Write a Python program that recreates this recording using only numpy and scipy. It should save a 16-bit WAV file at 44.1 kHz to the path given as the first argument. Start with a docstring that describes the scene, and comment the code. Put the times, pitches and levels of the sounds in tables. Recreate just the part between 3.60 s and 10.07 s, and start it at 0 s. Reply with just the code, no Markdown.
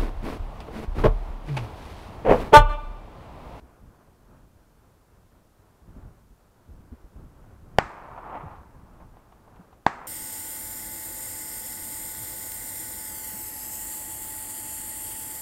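"""Two gunshots by a woodland pond, each with a swelling echo, over faint wind and handling noise.
Bullet crack, muzzle blast and ground reflection ring and overload a small microphone carried along
the bank. Nearby leaves and trunks scatter each shot; the wooded banks and far shore answer later.
Underneath: a breeze, gusts and hand bumps on the microphone, twigs underfoot and preamplifier hiss."""
import sys
import numpy as np
from scipy import signal
from scipy.fft import rfft, irfft, next_fast_len
from scipy.io import wavfile

SR = 44100
rng = np.random.default_rng(int(sys.argv[2]) if len(sys.argv) > 2 else 0)


def master(y):
    """Save y as 16-bit WAV."""
    cut = np.clip(np.atleast_2d(y).T, -1, 1)
    pcm = np.round(cut * 32767)  # scale
    wavfile.write(sys.argv[1], SR, pcm.astype(np.int16))


N = 285327
TIME_S = np.arange(N) / SR
FFT_SIZE = 2 * next_fast_len(N // 2 + SR // 4)
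FREQ_HZ = np.fft.rfftfreq(FFT_SIZE, 1 / SR)


def undb(db):
    """Decibels to gain."""
    return 10 ** (np.asarray(db) / 20)


def spectrum(rows):
    """Gain per frequency from (f/Hz, level/dB) rows."""
    hz, db = np.transpose(rows)
    return undb(np.interp(np.log(FREQ_HZ + 1), np.log(hz), db))


def resonance(hz, width_hz):
    """Band-pass response, unity at the centre."""
    return 1j * FREQ_HZ * width_hz / (hz ** 2 - FREQ_HZ ** 2 + 1j * FREQ_HZ * width_hz)


def grains(response, spread_db=0):
    """Dense filtered clicks of uneven size, rms 1; zero spread gives smooth noise."""
    clicks = rng.standard_normal(FFT_SIZE)
    sizes = undb(spread_db * np.clip(rng.standard_normal(FFT_SIZE), -3, 3))
    sound = irfft(rfft(clicks * sizes) * response)[:N]
    return sound / sound.std()


def flutter(rate_hz, depth_db):
    """Randomly wandering gain."""
    steps = rng.standard_normal(2048)
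    return undb(depth_db * np.interp(TIME_S * rate_hz, np.arange(len(steps)), steps))


def since(at_s):
    """Seconds since at_s, zero before."""
    return np.maximum(TIME_S - at_s, 0)


def burst(at_s, fade_s, rise_s=0.00074):
    """Envelope: fast rise, exponential decay."""
    age_s = since(at_s)
    return (1 - np.exp(-(age_s / rise_s) ** 2)) * np.exp(-age_s / fade_s)


def hump(peak_s, rise_s, fall_s):
    """Envelope: swell to 1 with long skirts."""
    distance = (TIME_S - peak_s) / np.where(TIME_S < peak_s, rise_s, fall_s)
    return np.exp(1 - np.hypot(1, 1.5 * distance))


# Preamplifier noise spectrum: f/Hz, level/dB
HISS_SPECTRUM = [(100, 15), (3000, 0), (7000, -1), (14000, -2), (15600, -5), (16200, -41)]

def hiss(level_db=-69.5):
    """Steady preamplifier noise."""
    return undb(level_db) * grains(spectrum(HISS_SPECTRUM))


# Breeze strength: t/s, level/dB
BREEZE_LEVELS = [(0, -59), (1.8, -65.5), (2.45, -59.5), (2.85, -63), (4.2, -57.5), (6.47, -59.5)]
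# Breeze spectrum: f/Hz, level/dB
BREEZE_SPECTRUM = [(100, 3.5), (300, 2), (600, -0.5), (1000, -2.5), (1500, -7.5), (2100, -18),
                   (3200, -25.5), (6000, -51)]

def breeze():
    """Soft, wavering wind in the trees."""
    times_s, levels_db = np.transpose(BREEZE_LEVELS)
    strength = undb(np.interp(TIME_S, times_s, levels_db))
    air = grains(spectrum(BREEZE_SPECTRUM), spread_db=3)
    return air * strength * flutter(rate_hz=12, depth_db=2.1)


# Gusts: peak t/s, level/dB, rise/s
GUSTS = [(.25, -51.5, .04), (.7, -56, 0.37), (1.55, -64, 0.14), (2.39, -46.5, 0.084), (3.15, -46, 0.078),
         (3.6, -42, 0.052), (3.83, -51.5, 0.12), (4.13, -47, 0.087), (4.72, -49.5, 0.31), (5.3, -51, 0.23),
         (6.35, -57, 0.17)]
# Rumble spectrum: f/Hz, level/dB
RUMBLE_SPECTRUM = [(15, -13.5), (32, 1.5), (80, -4.5), (130, -7.5), (200, -12.5), (330, -20), (550, -29.5),
                   (1200, -37.5), (2500, -61.5)]

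def gust_rumble(calm_db=-62.5, fall_ratio=1.73):
    """Air on the microphone: gusts rise and fall over a low, uneven rumble."""
    power = sum((undb(db) * hump(at_s, rise_s, fall_ratio * rise_s)) ** 2 for at_s, db, rise_s in GUSTS)
    strength = np.sqrt(undb(calm_db) ** 2 + power)
    rumble = grains(spectrum(RUMBLE_SPECTRUM), spread_db=5)
    return rumble * strength * flutter(rate_hz=24, depth_db=3)


# Hand bumps: t/s, level/dB, swell/s, f/Hz
HAND_BUMPS = [(.02, -42, 0.017, 64.7), (0.208, -48.5, .028, 66), (1.57, -49, .01, 54),
              (2.218, -46.5, .014, 58), (2.36, -37.5, .011, 59), (2.362, -41, .008, 219),
              (2.697, -46.5, 0.016, 47), (3.087, -40.5, .019, 71), (3.316, -34.5, 0.011, 67),
              (3.324, -48, .0097, 235), (3.439, -38, .0092, 45), (3.553, -39.5, 0.012, 61.6),
              (3.928, -41.5, 0.0032, 70), (4.833, -35, .0085, 148), (4.857, -32, 0.0073, 91),
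              (5.993, -41.5, 0.0097, 185)]

def hand_bumps():
    """The hand knocks the housing: a few dull cycles and a scuff."""
    scuff = undb(-13.5) * grains(resonance(hz=200, width_hz=230) ** 2, spread_db=7.5)
    out = 0
    for at_s, db, swell_s, hz in HAND_BUMPS:
        age_s = since(at_s)
        swells = age_s / swell_s
        push = swells * np.exp(1 - swells - (swells / 4) ** 2)
        out += undb(db) * push * (np.sin(2 * np.pi * hz * age_s) + scuff)
    return out


# Twigs and dry leaves underfoot: t/s, level/dB, fade/s, splinter/dB re wood
TWIG_SNAPS = [(4.956, -55, 0.011, -9), (5.031, -50, 0.0096, -26), (5.4, -48.5, 0.032, -27),
              (5.568, -44.5, 0.0047, -23), (5.721, -48.5, 0.0084, -17.5), (5.877, -49.5, 0.007, -22),
              (5.96, -47, .006, -16.5), (6.126, -49.5, 0.0093, -18)]

def twigs(wood_hz=790, splinter_hz=2750):
    """Each twig gives way in a burst of tiny fractures, woody with a bright edge."""
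    wood = grains(resonance(wood_hz, 1.3 * wood_hz) ** 4, spread_db=5)
    splinter = grains(resonance(splinter_hz, 1.3 * splinter_hz) ** 4, spread_db=5)
    return sum(undb(db) * burst(at_s, fade_s) * (wood + undb(splinter_db) * splinter)
               for at_s, db, fade_s, splinter_db in TWIG_SNAPS)


# Leaf scatter spectrum: f/Hz, level/dB
LEAF_SPECTRUM = [(1500, -29), (3500, 3), (5000, -1.5), (8000, 0), (9200, -16), (10500, -16.5), (12000, -34),
                 (15000, -47.5)]

def leaf_scatter(at_s, level_db=-54):
    """Bright returns from leaves, soon absorbed by the air."""
    return undb(level_db) * grains(spectrum(LEAF_SPECTRUM), spread_db=5.5) * burst(at_s, fade_s=0.068)


# Trunk scatter spectrum: f/Hz, level/dB
TRUNK_SPECTRUM = [(60, -18.5), (200, -2.5), (450, -9), (800, 1.5), (1150, 1), (1750, -3), (2500, -13.5),
                  (3400, -26.5), (5000, -28.5), (9000, -43.5), (13000, -70.5)]

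def trunk_scatter(at_s, level_db=-21.5, spreading_s=0.0095, absorption_s=0.9):
    """Returns from nearby trunks weaken as the path grows and the wood absorbs them."""
    age_s = since(at_s)
    decay = np.exp(-age_s / absorption_s) / (1 + age_s / spreading_s)
    return undb(level_db) * grains(spectrum(TRUNK_SPECTRUM), spread_db=4.5) * decay


# Distinct returns from steep banks and tree stands: delay/s, level/dB
BANK_SLAPS = [(.39, -34.5), (.565, -34), (.618, -35)]
# Wooded shore echo spectrum: f/Hz, level/dB
SHORE_SPECTRUM = [(60, -15.5), (150, -14.5), (330, -8.5), (600, -4.5), (880, 2), (1200, -2.5), (1650, -15),
                  (2400, -21.5), (3500, -35.5), (6000, -56), (12000, -78.5)]

def shore_echo(at_s, round_trip_s=0.547, spread_s=0.075):
    """Dull echo: the banks sustain it, the far shore swells it, a rest keeps crossing the water."""
    attack_s, hold_s, release_s, linger_s = 0.14, 0.743, 0.065, 0.67
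    age_s = since(at_s)
    banks = undb(-46) * np.exp(-since(at_s + hold_s) / release_s)
    far_shore = undb(-37.5) * hump(at_s + round_trip_s, spread_s, spread_s)
    linger = undb(-49) * np.exp(-age_s / linger_s)
    swell = np.minimum(age_s / attack_s, 1) * np.sqrt(banks ** 2 + far_shore ** 2 + linger ** 2)
    slaps = sum(undb(db) * burst(at_s + delay_s, fade_s=0.013, rise_s=0.002)
                for delay_s, db in BANK_SLAPS)
    returns = grains(spectrum(SHORE_SPECTRUM), spread_db=8)
    return returns * np.hypot(swell * flutter(rate_hz=50, depth_db=0.5), slaps)


# Microphone port resonances: f/Hz, width/Hz, level/dB
PORT_MODES = [(893, 354, 0), (1573, 271, 0)]

def microphone_ring(pressure_spectrum, lowpass_hz=3100):
    """A shock rings the port and flexes the housing, which adds a thump."""
    port = sum(undb(db) * resonance(hz, width_hz) for hz, width_hz, db in PORT_MODES)
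    housing = undb(-30.5) * resonance(hz=254, width_hz=270)
    rolloff = (1 + 1j * FREQ_HZ / lowpass_hz) ** -2
    return irfft(pressure_spectrum * (port + housing) * rolloff)[:N]


def shock(at_s, push_ms):
    """Blast wave spectrum: the pressure jumps, then falls back linearly."""
    s = 2j * np.pi * np.maximum(FREQ_HZ, 1)  # Laplace variable
    push_s = push_ms / 1000
    ramp = (1 - np.exp(-s * push_s)) / (push_s * s ** 2)
    return SR * (1 / s - ramp) * np.exp(-s * at_s)


# Shots: t/s, blast/dB, push/ms, ground lag/ms, ground/dB re blast, crack lead/ms, crack/dB, echo/dB
SHOTS = [(4.18579, 20.2, 1.81, 1.62, -9.8, .98, -7, 0), (6.26535, 11, 1.61, 1.05, -4.8, 1.27, -3.6, -1)]

def gunshots(echo_onset_s=0.00052):
    """Bullet crack, muzzle blast and ground reflection, then the echoes of the woods."""
    out = 0
    for at_s, blast_db, push_ms, lag_ms, ground_db, lead_ms, crack_db, echo_db in SHOTS:
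        crack = undb(crack_db) * shock(at_s - lead_ms / 1000, push_ms=0.201)
        blast = undb(blast_db) * shock(at_s, push_ms)
        ground = undb(blast_db + ground_db) * shock(at_s + lag_ms / 1000, push_ms)
        echoes = leaf_scatter(at_s) + trunk_scatter(at_s) + shore_echo(at_s)
        onset = np.minimum(since(at_s) / echo_onset_s, 1)
        out += microphone_ring(crack + blast + ground) + undb(echo_db) * onset * echoes
    return out


def scene():
    """Mono sum at the microphone."""
    return (gunshots() + gust_rumble() + hand_bumps() + twigs() + breeze())[None]


def record(dry):
    """The preamplifier hisses and clips the blasts flat; a steep low-pass follows."""
    clip_level, knee_hardness, cutoff_hz = 0.705, 25, 16000
    voltage = dry + hiss()
    clipped = voltage / (1 + np.abs(voltage / clip_level) ** knee_hardness) ** (1 / knee_hardness)
    lowpass = signal.ellip(8, 0.05, 60, cutoff_hz, fs=SR, output="sos")
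    return signal.sosfiltfilt(lowpass, clipped)


dry = scene()
out = record(dry)
master(out)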